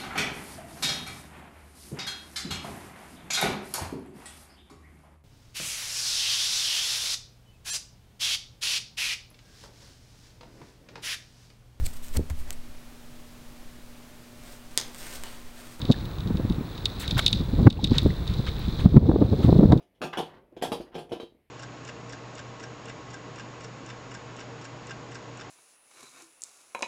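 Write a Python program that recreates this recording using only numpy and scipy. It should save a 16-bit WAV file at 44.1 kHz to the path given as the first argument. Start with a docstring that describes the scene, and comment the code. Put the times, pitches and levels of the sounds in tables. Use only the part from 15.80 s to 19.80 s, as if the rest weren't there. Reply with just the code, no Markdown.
"""A swan breaking thin pond ice

Each crack runs through the sheet as a bending wave, treble first, and arrives as a tiny falling chirp.
Small cracks fizz, and bubbles ring where water sloshes at the broken edge. Gusts buffet the microphone,
and the camera's gain control ducks the whole sound, hiss included, after the strongest peaks."""
import sys
import numpy as np
from scipy import signal
from scipy.fft import rfft, irfft
from scipy.io import wavfile
from scipy.ndimage import uniform_filter1d

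SR = 44100
rng = np.random.default_rng(int(sys.argv[2]) if len(sys.argv) > 2 else 0)


def bounce(signal):
    """Save signal as a 16-bit WAV file at the path given by the first command-line argument."""
    frames = np.transpose(np.atleast_2d(signal))
    limited = np.clip(frames, -1, 1)
    pcm = np.round(limited * 32767).astype(np.int16)
    wavfile.write(sys.argv[1], SR, pcm)


N = 176400
TIME = np.arange(N) / SR
ICE_HZ = 3491  # the pitch at which the sheet radiates best


def amp(db):
    """Amplitude ratio for a level in decibels."""
    return 10 ** (np.asarray(db) / 20)


def unit(x):
    """Normalisation to an rms of 1."""
    return x / np.sqrt(np.mean(x ** 2) + 1e-20)


def add(mix, start, sound):
    """Superposition of a sound on the mix, from a start in seconds."""
    at = round(start * SR)
    part = mix[max(at, 0):max(at + len(sound), 0)]
    part += sound[max(-at, 0):][:len(part)]


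def curve(points):
    """Linear interpolation of a control through time."""
    return np.interp(TIME, *np.transpose(points))


def shaped(x, points):
    """Filtering by a gain curve in dB, interpolated over log frequency."""
    hz, db = np.transpose(points)
    f = np.fft.rfftfreq(len(x), 1 / SR)
    return irfft(rfft(x) * amp(np.interp(np.log(f + 1), np.log(hz), db)), len(x))


def colour(x, points):
    """Spectral shaping at an rms of 1."""
    return unit(shaped(x, points))


def hiss():
    """Noise floor: broadband outdoor air and microphone hiss, plus the camera's thin pure-tone whine."""
    # Spectrum of the noise floor. Each row: frequency in Hz, gain in dB.
    air_spectrum = [(100, -8), (300, 5), (600, -2), (1100, -3), (1700, -9), (2600, -13.5), (4000, -20.5),
                    (6500, -24.5), (10000, -28), (15500, -27), (16500, -35)]
    air_db, whine_db, whine_hz = -44.5, -60.5, 15627
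    air = amp(air_db) * colour(rng.standard_normal(N), air_spectrum)
    return air + amp(whine_db) * np.sin(2 * np.pi * whine_hz * TIME)


def wind():
    """Turbulence makes a lumpy rumble whose spectrum brightens as the wind rises."""
    # Strength of the rumble. Each row: time in seconds, level in dB.
    levels = [(0, -31), (.4, -35.5), (.6, -25.5), (.9, -37.5), (1.15, -34.5), (1.4, -29), (1.68, -31),
              (1.82, -22), (1.96, -25), (2.15, -26.5), (2.45, -29.5), (2.8, -31), (3.0, -28), (3.25, -13.5),
              (3.42, -18.5), (3.58, -19), (3.8, -18.5), (3.96, -10), (4, -18)]
    # Spectra of light and of strong wind. Each row: frequency in Hz, gain in dB.
    calm_spectrum = [(15, -16), (28, 0), (60, 2.5), (120, 0), (250, -12), (500, -21), (1000, -50),
                     (3000, -79)]
    gusty_spectrum = [(15, -27), (28, -12), (90, 5), (250, -7), (450, -15), (850, -31), (1500, -45.5),
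                      (4000, -72)]
    gusty_from_db, gusty_range_db, lump_db, lump_s = -29.5, 10.5, 2, 0.014
    db = curve(levels)
    gusty_share = np.clip((db - gusty_from_db) / gusty_range_db, 0, 1)
    calm_noise, gusty_noise, lump_noise = rng.standard_normal((3, N))
    lumps = unit(signal.fftconvolve(lump_noise, np.hanning(int(2 * lump_s * SR)), "same"))
    calm = np.sqrt(1 - gusty_share) * colour(calm_noise, calm_spectrum)
    gusty = np.sqrt(gusty_share) * colour(gusty_noise, gusty_spectrum)
    return amp(db + lump_db * lumps) * (calm + gusty)


def eddy(t, half_width, band):
    """Pressure of a passing eddy: a few uneven swings under a bell-shaped envelope, at peak 1."""
    swirl = signal.hilbert(irfft(rfft(rng.standard_normal(len(t))) * band))
    levelled = swirl.real / np.sqrt(uniform_filter1d(abs(swirl) ** 2, size=500))
    pressure = levelled / np.cosh(np.minimum(abs(t) / half_width * 1.57, 50))
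    return pressure / abs(pressure).max()


def buffets(size=8192):
    """Pressure fluctuations: each eddy thumps the microphone, and the hard ones rasp audibly."""
    # Eddies. Each row: centre in seconds, half width in seconds, thump peak in dB, upper corner in Hz.
    eddies = [(.053, 0.0028, -22.5, 293), (0.105, 0.0085, -2, 263), (0.468, .014, -20, 185),
              (0.508, 0.0056, -15.5, 250), (0.551, 0.0048, -13, 204), (0.601, 0.0031, -15.5, 355),
              (.653, 0.0046, -12, 185), (0.708, 0.011, -10, 148), (0.787, 0.0039, -17, 268),
              (0.812, 0.0032, -20, 217), (1.326, 0.011, -21.5, 130), (1.366, 0.01, -16.5, 120),
              (1.544, 0.019, -19, 163), (1.607, 0.011, -17, 223), (1.738, 0.0048, -15.5, 201),
              (1.796, .012, -9, 194), (1.830, 0.0043, -8.5, 232), (1.854, 0.005, -15, 200),
              (1.874, 0.0076, 5.5, 270), (1.8715, 0.0031, -6, 1030), (2.043, 0.014, -10.5, 149),
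              (2.118, 0.0088, -2.5, 232), (2.174, 0.018, -15, 132), (2.231, 0.0087, -14, 139),
              (2.262, 0.0077, -5.5, 235), (2.295, 0.032, -17.5, 127), (2.508, 0.012, -18, 111),
              (2.598, 0.0055, -14.5, 187), (2.886, .007, -17.5, 159), (3.061, 0.011, 0.5, 176),
              (3.145, 0.0028, -2, 213), (3.172, 0.011, 7.5, 207), (3.296, 0.0061, 5.5, 270),
              (3.316, 0.001, -8, 600), (3.342, 0.01, -8.5, 350), (3.362, 0.0028, 1.5, 395),
              (3.386, 0.0044, -13, 500), (3.423, 0.011, 1.5, 363), (3.532, 0.012, -10.5, 333),
              (3.648, 0.0041, -4.5, 220), (3.691, 0.0067, -4, 404), (3.729, 0.0021, -2.5, 278),
              (3.761, 0.0086, -4, 230), (3.795, 0.0051, 0, 239), (3.81, 0.0044, -5.5, 380),
              (3.835, .010, 0.5, 333), (3.857, 0.0021, 2, 284), (3.903, 0.0019, -18, 600),
              (3.924, 0.0046, -2.5, 870), (3.932, 0.0081, 4.5, 290)]
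    low_hz, rolloff_order = 74, 3.45
    rasp_hz, rasp_db, rasp_growth, rasp_width_share = 926, -26.5, 1.14, 0.57
    out = np.zeros(N)
    t = (np.arange(size) - size // 2) / SR
    f = np.fft.rfftfreq(size, 1 / SR)
    low_cut = f ** 2 / (f ** 2 + low_hz ** 2)
    rasp_band = 1 / (1 + (3.94 * (f / rasp_hz - 1)) ** 2)
    for centre, half_width, db, corner_hz in eddies:
        thump = eddy(t, half_width, low_cut / np.sqrt(1 + (f / corner_hz) ** (2 * rolloff_order)))
        rasp = eddy(t, rasp_width_share * half_width, rasp_band)
        add(out, centre - size // 2 / SR, amp(db) * thump + amp(rasp_db + rasp_growth * db) * rasp)
    return out


def bubble(hz, cycles, rise):
    """Bubble resonance: a damped tone whose pitch climbs by the fraction `rise` per decay time."""
    age = np.arange(0, 5 * cycles / hz, 1 / SR) * hz / cycles  # in decay times
    envelope = (1 - np.exp(-age * cycles)) * np.exp(-age)
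    return envelope * np.sin(2 * np.pi * cycles * age * (1 + rise * age / 2))


def sloshes():
    """Clouds of resonating bubbles sum to sloshes and crunches at the broken edge."""
    # Sloshes. Each row: start in seconds, decay time in seconds, level in dB, treble gain in dB.
    bursts = [(1.193, 0.039, -41, 11), (1.22, 0.053, -36.5, -19), (1.279, .07, -46, -4),
              (1.368, 0.017, -28.5, -24), (1.377, 0.013, -24, -1), (1.382, 0.059, -41, -1),
              (1.391, 0.0065, -15.5, -7.5), (2.128, 0.069, -35, -16), (2.46, 0.091, -47, -11),
              (2.746, 0.17, -47.5, -27), (2.665, 0.0065, -31, -17), (2.669, 0.024, -34, -28),
              (2.99, 0.032, -37, -11), (3.445, .02, -44, -7), (3.621, 0.048, -39, -9)]
    # Spectrum of a cloud. Each row: frequency in Hz, gain in dB.
    spectrum = [(300, -2), (600, -4.5), (1200, 5.5), (2500, 1.5), (4000, 3.5), (5400, -9), (8000, -6.5),
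                (11000, -13.5), (16000, -14.5)]
    bubbles_per_cycle, treble_hz = 0.07, 5500
    highpass = signal.butter(2, treble_hz, "high", fs=SR, output="sos")
    out, t = np.zeros(N), np.arange(SR // 5) / SR
    for start, decay, db, treble_db in bursts:
        cloud = 0
        for hz in np.geomspace(500, 14000, num=20):  # small bubbles are the most numerous
            births = rng.choice([-1, 1], len(t)) * (rng.random(len(t)) < bubbles_per_cycle * hz / SR)
            ringing = signal.fftconvolve(births, bubble(hz, cycles=5.6, rise=0.092))[:len(t)]
            cloud = cloud + np.sqrt(hz) * unit(ringing)
        cloud = colour(np.roll(cloud, len(t) // 2), spectrum)
        treble = signal.sosfiltfilt(highpass, cloud)
        envelope = np.minimum(t / (0.23 * decay), 1) * np.exp(-(t / decay) ** 2)
        add(out, start, amp(db) * envelope * (cloud + (amp(treble_db) - 1) * treble))
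    return out


def drops():
    """A drip rings as one damped bubble; a droplet ticks as a brief burst of treble noise."""
    # Drips. Each row: start in seconds, initial pitch in Hz, level in dB.
    drips = [(0.142, 1600, -27), (1.972, 2520, -29), (1.991, 787, -20), (2.304, 1850, -26.5),
             (2.667, 3000, -30), (2.851, 2510, -34)]
    # Droplet ticks. Each row: start in seconds, level in dB.
    ticks = [(0.258, -37), (1.327, -40), (1.516, -33), (2.233, -29), (2.278, -36), (2.793, -35)]
    tick_hz, tick_decay_s = 7500, 0.0004
    highpass = signal.butter(2, tick_hz, "high", fs=SR, output="sos")
    out, t = np.zeros(N), np.arange(SR // 5) / SR
    for start, hz, db in drips:
        add(out, start, amp(db) * bubble(hz, cycles=3.8, rise=0.069))
    for start, db in ticks:
        burst = rng.standard_normal(len(t)) * np.exp(-t / tick_decay_s)
        add(out, start, amp(db) * signal.sosfilt(highpass, burst))
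    return out


def chirp(travel, end_hz, top_hz=15400, swell=0.96, cutoff_s=0.00011):
    """Dispersion: treble bending waves arrive first, so the pitch falls as the tone swells, then stops."""
    t = np.arange(0, travel + 6 * cutoff_s, 1 / SR)
    progress = np.clip(t / travel, 1e-3, 1)
    pitch = np.minimum(end_hz / np.sqrt(1 - (1 - progress) ** 2), top_hz)
    envelope = np.sin(np.pi / 2 * progress) ** swell * np.exp(-np.maximum(t - travel, 0) / cutoff_s)
    return envelope * np.sin(2 * np.pi * np.cumsum(pitch) / SR)


def crackle(per_second=1500, spread_db=3):
    """Acoustic emission: the strained sheet fizzes with countless tiny chirps at random times."""
    # Strength of the fizz. Each row: time in seconds, level in dB.
    levels = [(0, -51), (.12, -45), (.25, -54), (.8, -56.5), (1.0, -49.5), (1.18, -47), (1.4, -40),
              (1.55, -39.5), (1.68, -52.5), (1.98, -45.5), (2.14, -37.5), (2.26, -44), (2.4, -51),
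              (2.5, -46), (2.9, -46), (3.2, -47), (3.65, -46.5), (4, -48)]
    # Radiation of the ice from farther off. Each row: frequency in Hz, gain in dB.
    far_radiation = [(800, -13.5), (2300, 2.5), (3100, -9.5), (3600, -3.5), (4150, -2), (4700, -3.5),
                     (5400, -5.5), (7000, -6), (15000, -6)]
    out, kinds = np.zeros(N), rng.random((24, 2))
    for travel_draw, pitch_draw in kinds:
        onsets = rng.random(N) < per_second / len(kinds) / SR
        strengths = amp(spread_db * np.minimum(rng.exponential(1, N), 4))
        wave = chirp(0.00114 + 0.00332 * travel_draw, ICE_HZ * (0.93 + 0.19 * pitch_draw))
        out += signal.oaconvolve(onsets * strengths, wave)[:N]
    return colour(out, far_radiation) * amp(curve(levels))


def sheet_scatter(t, centre_hz=3800):
    """Scattering in the sheet: an impulse response of two noise tails gathered around one pitch."""
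    tails = 0
    for db, t60 in (-6.5, 0.031), (-28, 0.12):  # short ring, faint far tail
        tail = rng.standard_normal(len(t)) * amp(-60 * t / t60) * np.minimum(t / 0.0015, 1)
        tails = tails + amp(db) * tail / np.linalg.norm(tail)
    return signal.lfilter(*signal.iirpeak(centre_hz, Q=0.55, fs=SR), tails)


def cracks():
    """Bending waves outrun sound in air: each crack is a chirp, ended by the direct airborne snap."""
    # Cracks. Each row: start in seconds, level in dB, travel time in seconds.
    fractures = [(0.016, -27, .0035), (0.052, -29.5, .003), (.1130, -21, .0035), (.1200, -18.5, .004),
                 (.1290, -27.5, .003), (0.254, -34, .002), (0.3836, -36, .003), (0.4043, -32.5, .003),
                 (0.473, -34, .003), (0.57, -33, .003), (0.6977, -32, .003), (0.7229, -33.5, .002),
                 (0.7447, -39.5, 0.0018), (0.977, -33, .003), (1.0550, -12.5, .0035), (1.0995, -37, .003),
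                 (1.2775, -20.5, .003), (1.3080, -25, .0035), (1.3095, -18, .003), (1.3860, -23, .003),
                 (1.462, -7, .0037), (1.4652, -20, .0034), (1.4790, -12.5, .0033), (1.5280, -12.5, .0032),
                 (1.9009, -20.5, .003), (1.904, -19, .003), (1.926, -26, .003), (2.0410, -11, .0043),
                 (2.0447, -14.5, .0035), (2.0717, -24, .003), (2.1817, -10, .0032), (2.476, -28, .0035),
                 (2.5374, -31.5, .003), (2.69, -32.5, .003), (3.9208, -22, .0035), (3.9753, -29.5, .003)]
    # Radiation of the ice. Each row: frequency in Hz, gain in dB.
    radiation = [(500, -3), (1500, -3), (2600, 4), (3300, -3), (3700, 1.5), (4400, -0.5), (5200, -1),
                 (7000, 0), (10000, -1.5), (16000, -16)]
    snap_db, snap_decay_s = -10, 0.00042
    out, t = np.zeros(N), np.arange(SR // 2) / SR
    for start, db, travel in fractures:
        add(out, start, amp(db) * chirp(travel, ICE_HZ))
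        snap = np.exp(-t / snap_decay_s) * rng.standard_normal(len(t))
        add(out, start + travel, amp(db + snap_db) * snap)
    direct = shaped(out, radiation)
    return direct + signal.fftconvolve(direct, sheet_scatter(t))[:N]


def scene():
    """Superposition of ice, water and wind at one microphone."""
    return (cracks() + crackle() + sloshes() + drops() + buffets() + wind() + hiss())[None]


def record(dry):
    """Automatic gain control ducks quickly and recovers slowly; clipping and a band limit follow."""
    threshold_db, duck_share, attack_s, recovery_db_per_s = -5, 0.86, 0.01, 35
    band_edge_hz = 16050
    excess_db = np.maximum(20 * np.log10(abs(dry[0]) + 1e-9) - threshold_db, 0)
    recovery_db = TIME * recovery_db_per_s
    held_db = np.maximum.accumulate(excess_db + recovery_db) - recovery_db  # peaks sink at a steady rate
    pole = np.exp(-1 / (attack_s * SR))
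    smoothed_db = signal.lfilter([1 - pole], [1, -pole], held_db)
    clipped = np.clip(dry * amp(-duck_share * smoothed_db), -1, 1)
    padded = np.pad(clipped, ((0, 0), (255, 255)), "reflect", reflect_type="odd")
    lowpass = signal.firwin(511, band_edge_hz, window=("kaiser", 9), fs=SR)
    return signal.oaconvolve(padded, lowpass[None], "valid")


dry = scene()
out = record(dry)
bounce(out)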